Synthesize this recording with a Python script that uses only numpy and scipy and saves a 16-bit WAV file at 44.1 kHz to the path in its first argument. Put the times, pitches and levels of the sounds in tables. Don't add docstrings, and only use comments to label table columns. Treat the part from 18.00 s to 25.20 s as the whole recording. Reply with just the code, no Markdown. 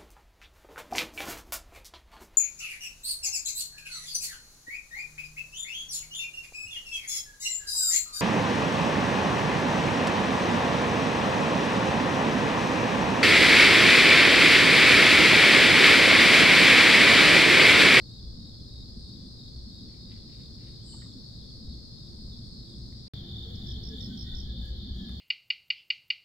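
import sys
import numpy as np
from scipy import signal
from scipy.fft import rfft, irfft
from scipy.io import wavfile
from scipy.ndimage import uniform_filter1d

SR = 44100
rng = np.random.default_rng(int(sys.argv[2]) if len(sys.argv) > 2 else 0)


def persist_wave(psi):
    counts = np.round(np.clip(psi, -1, 1) * 32767).astype(np.int16)
    wavfile.write(sys.argv[1], SR, np.atleast_2d(counts).T)


N = 317520
TIME_S = np.arange(N) / SR
FIRST_SPOT_S, SECOND_SPOT_S = (-1, 5.081), (5.136, 8)

# time of the last stroke in seconds, level in dB, stroke count.
STEADY_CHIRPS = [(.184, -48.5, 6), (.496, -49, 5), (.829, -48.5, 7), (1.16, -49, 6), (1.482, -48.5, 6),
                 (1.834, -50.5, 7), (2.12, -52, 6), (2.458, -52, 7), (2.76, -53, 6), (3.092, -52, 7),
                 (3.411, -52, 6), (3.741, -52, 6), (4.073, -51.5, 6), (4.39, -53, 5), (4.72, -52, 6),
                 (5.019, -54, 6)]
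MIDDLE_CHIRPS = [(.06, -51, 4), (.585, -54, 3), (1.12, -51, 5), (1.585, -52, 3), (1.92, -51, 3),
                 (2.98, -53, 4), (3.285, -52, 3), (3.55, -53, 5), (3.745, -49, 3), (4.6, -54, 5),
                 (5.02, -58, 3)]
TINY_CHIRPS = [(1.09, -71, 8), (1.34, -73, 7), (2.75, -76, 8), (4.27, -73, 7), (4.54, -71, 7),
               (4.79, -72, 7)]
DEEP_CHIRPS = [(5.178, -46.5, 3), (5.432, -43.5, 7), (5.712, -45, 5), (6.03, -43, 5), (6.342, -42.5, 4),
               (6.64, -48, 7), (6.89, -48.5, 4), (7.185, -50, 5)]
ANSWER_CHIRPS = [(5.52, -47, 4), (5.79, -46, 4), (5.91, -48, 3), (6.19, -53, 4), (6.29, -53, 3),
                 (6.83, -53, 3), (7.02, -52, 4)]
LOW_CHIRPS = [(5.2, -54, 3), (5.55, -55, 5), (5.76, -51.5, 4), (6.0, -54.5, 3), (6.176, -55.5, 5),
              (6.474, -54.5, 5), (7.04, -57, 5)]
SHRILL_CHIRPS = [(5.557, -42.5, 1), (5.722, -41, 4), (5.890, -39, 4), (6.062, -39, 4), (6.229, -38.5, 4),
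                 (6.405, -39, 4)]
# start in seconds, repeat in seconds, pitch in Hz, level in dB, pan in dB.
NEIGHBOUR_SONGS = [(.02, .29, 4430, -61, -4), (.2, .32, 3496, -61.5, -1)]
# frequency in Hz, gain in dB.
CHORUS_EQ_FIRST = [(3000, -32), (3400, -16), (3700, -6.5), (4000, -6.5), (4350, 0), (4700, 0.5), (5000, -2),
                   (5300, -5.5), (5600, -19), (6000, -37)]
CHORUS_EQ_SECOND = [(2750, -27.5), (3100, -3), (3500, 6), (3750, 3), (4000, -3.5), (4400, 3.5),
                    (4900, -4.5), (5300, -8.5), (5700, -21), (6000, -13)]
# start and length in seconds, start and end pitch in Hz, level in dB.
BIRD_NOTES = [(2.785, 0.062, 3000, 3470, -69), (2.872, 0.035, 3150, 3000, -67),
              (2.928, 0.0057, 2960, 3100, -56), (2.99, 0.042, 3100, 3130, -66),
              (4.3, 0.061, 3750, 3330, -58.5)]
BUBBLES = [(2.932, 0.0215, 820, 1180, -59), (2.96, .035, 1250, 1550, -73), (3.013, 0.0099, 1500, 1650, -61),
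           (3.016, 0.016, 1870, 1980, -57), (3.037, 0.02, 1820, 1950, -66), (3.057, 0.016, 1020, 1370, -65)]
# start and length in seconds, pitch in Hz, level in dB.
HOOT_NOTES = [(5.42, 0.13, 468, -56), (5.74, 0.086, 437, -59), (5.85, 0.15, 445, -56),
              (5.92, 0.17, 520, -60.5), (6.44, 0.18, 515, -63), (6.6, 0.18, 506, -61.5)]
WHISTLE_NOTES = [(5.63, .2, 1740, -73), (5.85, 0.14, 1710, -71), (5.99, 0.13, 1910, -74),
                 (6.02, .15, 1530, -73), (6.2, 0.21, 1510, -70.5), (6.21, .17, 1895, -70),
                 (6.42, 0.43, 1703, -74), (6.82, 0.38, 1718, -73)]
# start and length in seconds, level in dB.
LEAF_RUSTLES = [(1.826, 0.2, -72.5), (2.06, 0.14, -68.5), (2.21, 0.27, -68.5), (2.554, 0.18, -63.5),
                (5.058, 0.05, -60.5)]
# start in seconds, level in dB, body relative to the snap in dB.
CLICKS = [(4.925, -70, 17), (5.136, -50.5, 8.5), (6.658, -60, -14), (7.093, -53, 7)]
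# frequency in Hz, gain in dB.
HISS_EQ_FIRST = [(2000, -2.5), (3000, -9), (6000, 5), (7000, 0.5), (7500, 0.5), (9200, 0.5), (10200, -22),
                 (11400, -6), (12200, -13), (15500, -9.5)]
HISS_EQ_SECOND = [(2000, -35), (3000, -3.5), (6000, -0.5), (7400, 2.5), (8100, -11), (9500, -14.5),
                  (11200, 0), (12200, -14), (14500, -5), (15500, -6)]
# time in seconds, gain in dB.
SCRAPE_ENVELOPE = [(5.15, -1), (5.25, -4), (5.3, -1), (5.62, 1), (5.71, 2.5), (5.8, -.5), (5.92, -.5),
                   (6.02, 4.5), (6.1, 1.5), (6.38, 1.5), (6.46, 0), (6.55, -3.5), (6.66, 4), (6.74, -2),
                   (6.91, -5), (6.97, 2), (7.04, -2), (7.19, 0)]
# frequency in Hz, gain in dB.
RUMBLE_EQ_FIRST = [(30, -9), (70, -5), (115, -0.5), (160, -8), (230, -6), (310, -17.5), (400, -21),
                   (530, -26.5), (680, -35), (1000, -40.5), (1800, -48), (2600, -75), (4000, -67)]
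RUMBLE_EQ_SECOND = [(30, -14), (70, -13.5), (105, -2.5), (155, -11.5), (235, -8.5), (310, -23.5),
                    (380, -24), (560, -37.5), (760, -37), (950, -45.5), (1800, -45.5), (2600, -57),
                    (4000, -64.5)]
# frequency in Hz, side minus mid in dB.
RUMBLE_WIDTH_FIRST = [(60, -9), (200, -10), (380, -5), (700, 2), (1300, 4), (2400, -8)]
RUMBLE_WIDTH_SECOND = [(60, -16), (200, -25), (380, -5), (700, -0.5), (1300, -2), (2400, -0.5)]
# frequency in Hz, level in dB.
ENGINES_FIRST = [(114.5, -57), (342.6, -66.5)]
ENGINES_SECOND = [(65, -45), (194, -53.5), (349, -61.5)]
# peak time and length in seconds, level in dB.
TRAFFIC_SURGES = [(0.432, 0.17, -46), (1.261, 0.12, -47), (1.672, 0.18, -53), (4.365, 0.17, -50.5),
                  (4.553, 0.1, -48.5), (4.87, 0.096, -47), (6.115, 0.26, -41), (6.58, 0.12, -41.5),
                  (7.058, 0.19, -41.5)]
WIND_GUSTS = [(0.247, 0.23, -41), (0.993, 0.17, -43.5), (1.604, 0.22, -44.5), (3.703, 0.15, -41),
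              (4.24, 0.26, -44), (5.725, 0.39, -38.5), (6.4, 0.23, -33), (6.78, 0.82, -36.5)]
# frequency in Hz, gain in dB.
WIND_EQ = [(10, -26), (22, -1.5), (40, -10.5), (58, 5.5), (75, -6.5), (110, -26), (300, -54), (1000, -100)]


def wing_stroke(hz, fall, length_s, harmonics_db=(-60, -60), wing_width=.056):
    progress = np.linspace(0, 1, int(length_s * SR))
    sag = fall * (1 / 6 - progress ** 2)
    phase = 2 * np.pi * (np.cumsum(hz * (1 + sag)) / SR + rng.random())
    ring = np.sin(np.pi * progress) / np.sqrt(1 + (sag / wing_width) ** 2)
    second, third = undb(harmonics_db)
    return ring * (np.sin(phase) + second * np.sin(2 * phase) + third * np.sin(3 * phase))


def cricket(chirps, hz, fall, length_s, period_s, onset_db, uneven_db, harmonics_db, wing_width=.04):
    out = np.zeros(N)
    for last_s, db, count in chirps:
        for k in range(count):
            detune, force, drag = rng.standard_normal(3)
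            stroke_hz = hz * (1 + .0071 * detune)
            tone = wing_stroke(stroke_hz, fall * np.exp(.15 * drag), length_s, harmonics_db, wing_width)
            resonance_s = last_s - (count - 1 - k) * period_s
            gain = undb(db + onset_db / 2 ** k + uneven_db * force)
            add(out, resonance_s - length_s / np.sqrt(6), tone * gain)
    return out


def neighbours(period_s=.021):
    out = 0
    for start_s, repeat_s, hz, db, pan_db in NEIGHBOUR_SONGS:
        starts_s = np.arange(start_s, N / SR, repeat_s)
        counts = 7 - (rng.random(len(starts_s)) < .5)
        chirps = [(s + (count - 1) * period_s, db, count) for s, count in zip(starts_s, counts)]
        song = cricket(chirps, hz, fall=.089, length_s=.012, period_s=period_s,
                       onset_db=2, uneven_db=4, harmonics_db=(-29, -40))
        out += place(song, pan_db, lag_ms=0, wet_db=-5.5, t60_s=.11)
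    return out


def chorus(eq, db, wet_db, t60_s, pan_db, count=84, ear_lag_s=.0005, ear_shade_db=3):
    out = np.zeros((2, N))
    for hz in np.linspace(2850, 5900, count):
        offset, pace, spacing, side = rng.random(4)
        period_s, repeat_s = .017 + .008 * spacing, .2 + .13 * pace
        bearing = 2 * side - 1
        lag, shade_db = round(bearing * ear_lag_s * SR), bearing * ear_shade_db
        for chirp_s in np.arange(-offset * repeat_s - repeat_s, N / SR, repeat_s):
            chirp_hz = hz * (1 + .012 * rng.standard_normal())
            tone = np.sqrt(repeat_s) * wing_stroke(chirp_hz, fall=.16, length_s=.01178)
            ears = np.array([np.roll(tone, lag) * undb(-shade_db / 2), tone * undb(shade_db / 2)])
            for stroke_s in chirp_s + period_s * (np.arange(8) + .04 * rng.standard_normal(8)):
                add(out, stroke_s, ears)
    left, right = colour(out + undb(wet_db) * scatter(out, t60_s), eq)
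    return np.array([level(left, db + pan_db / 2), level(right, db - pan_db / 2)])


def bush_cricket(start_s, hz, period_s, length_s, db):
    out = np.zeros(N)
    for s in np.arange(start_s, N / SR, period_s):
        add(out, s, undb(db + rng.standard_normal()) * wing_stroke(hz, fall=.035, length_s=length_s))
    return out


def first_insects():
    steady = cricket(STEADY_CHIRPS, hz=3813, fall=.072, length_s=.0135, period_s=.0224,
                     onset_db=-4.5, uneven_db=.5, harmonics_db=(-22, -26))
    middle = cricket(MIDDLE_CHIRPS, hz=4416, fall=.072, length_s=.014, period_s=.02,
                     onset_db=-.5, uneven_db=0, harmonics_db=(-37, -42))
    tiny = cricket(TINY_CHIRPS, hz=8600, fall=.13, length_s=.012, period_s=.016,
                   onset_db=2, uneven_db=.5, harmonics_db=(-60, -60), wing_width=.064)
    return (place(steady, pan_db=.5, lag_ms=.03, wet_db=-12, t60_s=.12)
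            + place(tiny, pan_db=7, lag_ms=0, wet_db=1, t60_s=.35)
            + place(middle, pan_db=1, lag_ms=0, wet_db=1, t60_s=.12)
            + neighbours()
            + chorus(CHORUS_EQ_FIRST, db=-51, wet_db=0, t60_s=.97, pan_db=1.7)
            + hiss(HISS_EQ_FIRST, db=-67, flicker_db=.27))


def second_insects():
    deep = cricket(DEEP_CHIRPS, hz=3605, fall=.125, length_s=.0155, period_s=.0232,
                   onset_db=-2, uneven_db=1, harmonics_db=(-34.5, -38), wing_width=.05)
    answer = cricket(ANSWER_CHIRPS, hz=3620, fall=.08, length_s=.016, period_s=.021,
                     onset_db=-1.5, uneven_db=1.5, harmonics_db=(-34, -38))
    pair = place(deep, pan_db=7.5, lag_ms=.02, wet_db=3, t60_s=.26) + scatter(answer, t60_s=.3)
    low = cricket(LOW_CHIRPS, hz=3330, fall=.086, length_s=.02, period_s=.0238,
                  onset_db=-4, uneven_db=3, harmonics_db=(-27, -38))
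    shrill = cricket(SHRILL_CHIRPS, hz=5370, fall=.2, length_s=.0115, period_s=.0171,
                     onset_db=-3, uneven_db=.7, harmonics_db=(-40, -42), wing_width=.045)
    shrill = place(shrill, pan_db=-7, lag_ms=.045, wet_db=-4.5, t60_s=.22)
    ticking = bush_cricket(start_s=5.1705, hz=15480, period_s=.0499, length_s=.012, db=-76.5)
    scrape_hiss = hiss(HISS_EQ_SECOND, db=-69.5, flicker_db=.5)
    scrape_hiss *= undb(np.interp(TIME_S, *np.transpose(SCRAPE_ENVELOPE)))
    return (pair + shrill + ticking + scrape_hiss
            + place(low, pan_db=1, lag_ms=0, wet_db=1.5, t60_s=.14)
            + chorus(CHORUS_EQ_SECOND, db=-49.5, wet_db=1.5, t60_s=.41, pan_db=1))


def buzz_call(start_s, length_s, hz, sweep_hz, trill_hz, fade_db, db):
    n, out = int(length_s * SR), np.zeros(N)
    turns = np.cumsum(trill_hz * (1 + .08 * walk(100)[:n])) / SR
    flick = np.sin(np.pi * turns) ** 2
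    pitch_hz = hz + sweep_hz * flick + 170 * walk(700)[:n]
    add(out, start_s, undb(db + fade_db * flick) * np.hanning(n) * sine(pitch_hz))
    return out


def birds():
    buzz = buzz_call(start_s=2.789, length_s=.225, hz=7550, sweep_hz=1085, trill_hz=130.7,
                     fade_db=-10.5, db=-46)
    echoes = scatter(buzz, t60_s=.58)
    warble = glides(BIRD_NOTES, waver_hz=50, flutter_hz=300)
    return echoes + place(warble, pan_db=-11, lag_ms=-.05, wet_db=0, t60_s=.22)


def far_calls(sag=.017):
    def sagging(notes):
        return [(start_s, length_s, hz, hz * (1 - sag), db) for start_s, length_s, hz, db in notes]
    hoots = glides(sagging(HOOT_NOTES), waver_hz=17.5, flutter_hz=90)
    whistles = glides(sagging(WHISTLE_NOTES), waver_hz=32, flutter_hz=150) * (.7 + .6 * walk(35))
    return place(hoots + whistles, pan_db=0, lag_ms=0, wet_db=4.5, t60_s=.24)


def plops(splash_decay_s=.013, splash_db=-11):
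    tones = glides(BUBBLES, waver_hz=110, flutter_hz=700) * (1 + .3 * walk(500))
    spray = np.zeros(N)
    for start_s, length_s, _, _, db in BUBBLES:
        add(spray, start_s + length_s / 4, undb(db) * np.exp(-TIME_S / splash_decay_s))
    splash = level(band(rng.standard_normal(N), 900, 2700), splash_db) * spray
    return place(tones + splash, pan_db=-2, lag_ms=-.12, wet_db=-8, t60_s=.2)


def clicks(decay_s=.0013):
    out = np.zeros(N)
    for start_s, db, body_db in CLICKS:
        noise = rng.standard_normal(SR // 20)
        snap = level(band(noise, 630, 16000), 0)
        body = level(band(noise, 350, 1920), body_db)
        add(out, start_s, undb(db) * (snap + body) * np.exp(-TIME_S[:len(noise)] / decay_s))
    return out


def leaves():
    envelope = np.zeros(N)
    for start_s, length_s, db in LEAF_RUSTLES:
        add(envelope, start_s, undb(db) * np.hanning(int(length_s * SR)))
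    return envelope * level(band(rng.standard_normal(N), 1760, 3300) * undb(4.3 * walk(90)), 0)


def hiss(eq, db, flicker_db):
    return level(colour(rng.standard_normal((2, N)), eq) * undb(flicker_db * walk(12)), db)


def traffic_rumble(eq, width, db, swell_db, pan_db, lag_ms, churn_db=2.5):
    mid, side = colour(rng.standard_normal((2, N)), eq)
    mid = mid + band(mid, 139, 460) * (undb(churn_db * walk(25)) - 1)
    side = colour(side, width)
    ears = stereo(mid + side, mid - side, pan_db, lag_ms)
    return ears / np.std(band(mid, 80, 600)) * undb(db + swell_db * walk(2.4))


def engine_hum(tones):
    return sum(level(sine(hz + 5 * walk(20)) * undb(3 * walk(14)), db) for hz, db in tones)


def traffic_surges():
    roar = band(band(rng.standard_normal(N), 162, 266), 162, 266)
    return place(level(roar, 0) * swells(TRAFFIC_SURGES), pan_db=-.5, lag_ms=-.27, wet_db=-24, t60_s=.27)


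def wind(breeze_db=-52, flutter_db=3, side_db=-22.5):
    breeze = undb(breeze_db + flutter_db * walk(8.6))
    mid, side = level(colour(rng.standard_normal((2, N)), WIND_EQ), 0)
    side *= undb(side_db)
    return stereo(mid + side, mid - side, pan_db=1, lag_ms=0) * np.hypot(breeze, swells(WIND_GUSTS))


def scatter(x, t60_s):
    t = TIME_S[:SR // 2]
    echo = rng.standard_normal((2, len(t))) * np.exp(-np.log(1000) * t / t60_s)
    echo /= np.sqrt(np.sum(echo ** 2, axis=1, keepdims=True))
    return signal.fftconvolve(np.atleast_2d(x), echo, axes=1)[:, :N]


def place(x, pan_db, lag_ms, wet_db, t60_s):
    return stereo(x, x, pan_db, lag_ms) + undb(wet_db) * scatter(x, t60_s)


def stereo(left, right, pan_db, lag_ms):
    delayed = np.roll(left, round(lag_ms * SR / 1000))
    return np.array([delayed * undb(pan_db / 2), right * undb(-pan_db / 2)])


def glides(notes, waver_hz, flutter_hz):
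    out, drift = np.zeros(N), walk(flutter_hz)
    for start_s, length_s, start_hz, end_hz, db in notes:
        start, n = int(start_s * SR), int(length_s * SR)
        hz = np.linspace(start_hz, end_hz, n) + waver_hz * np.roll(drift, -start)[:n]
        add(out, start_s, undb(db) * np.sin(np.linspace(0, np.pi, n)) * sine(hz))
    return out * undb(2 * walk(flutter_hz))


def swells(rows):
    out = np.zeros(N)
    for peak_s, length_s, db in rows:
        add(out, peak_s - length_s / 2, undb(db) * np.sin(np.linspace(0, np.pi, int(length_s * SR))))
    return out


def walk(rate_hz):
    hold = max(int(SR / rate_hz), 1)
    steps = np.repeat(rng.standard_normal(N // hold + 2), hold)
    return level(uniform_filter1d(uniform_filter1d(steps, hold), hold)[:N], 0)


def colour(x, eq):
    hz, db = np.transpose(eq)
    bins_hz = np.maximum(np.arange(N // 2 + 1) * SR / N, 1)
    return irfft(rfft(x) * undb(np.interp(np.log(bins_hz), np.log(hz), db)), N)


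def band(x, lo_hz, hi_hz):
    return signal.sosfilt(signal.butter(2, [lo_hz, hi_hz], "band", fs=SR, output="sos"), x)


def sine(hz):
    return np.sin(2 * np.pi * np.cumsum(hz) / SR)


def undb(db):
    return 10 ** (np.asarray(db) / 20)


def level(x, rms_db):
    return x * undb(rms_db) / np.sqrt(np.mean(x ** 2))


def add(track, start_s, sound):
    start = int(start_s * SR)
    lo, hi = max(start, 0), min(start + sound.shape[-1], N)
    if hi > lo:
        track[..., lo:hi] += sound[..., lo - start:hi - start]


def gate(start_s, end_s):
    return uniform_filter1d(((TIME_S > start_s) & (TIME_S < end_s)).astype(float), size=64)


def scene():
    around = wind() + place(clicks() + leaves(), pan_db=2.5, lag_ms=.1, wet_db=-4, t60_s=.81)
    around += traffic_surges()
    first = first_insects() + birds()
    first += traffic_rumble(RUMBLE_EQ_FIRST, RUMBLE_WIDTH_FIRST, db=-47.5, swell_db=-.04,
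                            pan_db=.9, lag_ms=.14)
    first += engine_hum(ENGINES_FIRST) + plops()
    second = second_insects() + far_calls()
    second += traffic_rumble(RUMBLE_EQ_SECOND, RUMBLE_WIDTH_SECOND, db=-42.5, swell_db=1.03,
                             pan_db=1, lag_ms=-.35)
    second += engine_hum(ENGINES_SECOND)
    return (first + around) * gate(*FIRST_SPOT_S) + (second + around) * gate(*SECOND_SPOT_S)


def record(dry):
    cutoff_hz = 15750
    return signal.sosfilt(signal.ellip(10, .2, 70, cutoff_hz, fs=SR, output="sos"), dry)


dry = scene()
out = record(dry)
persist_wave(out)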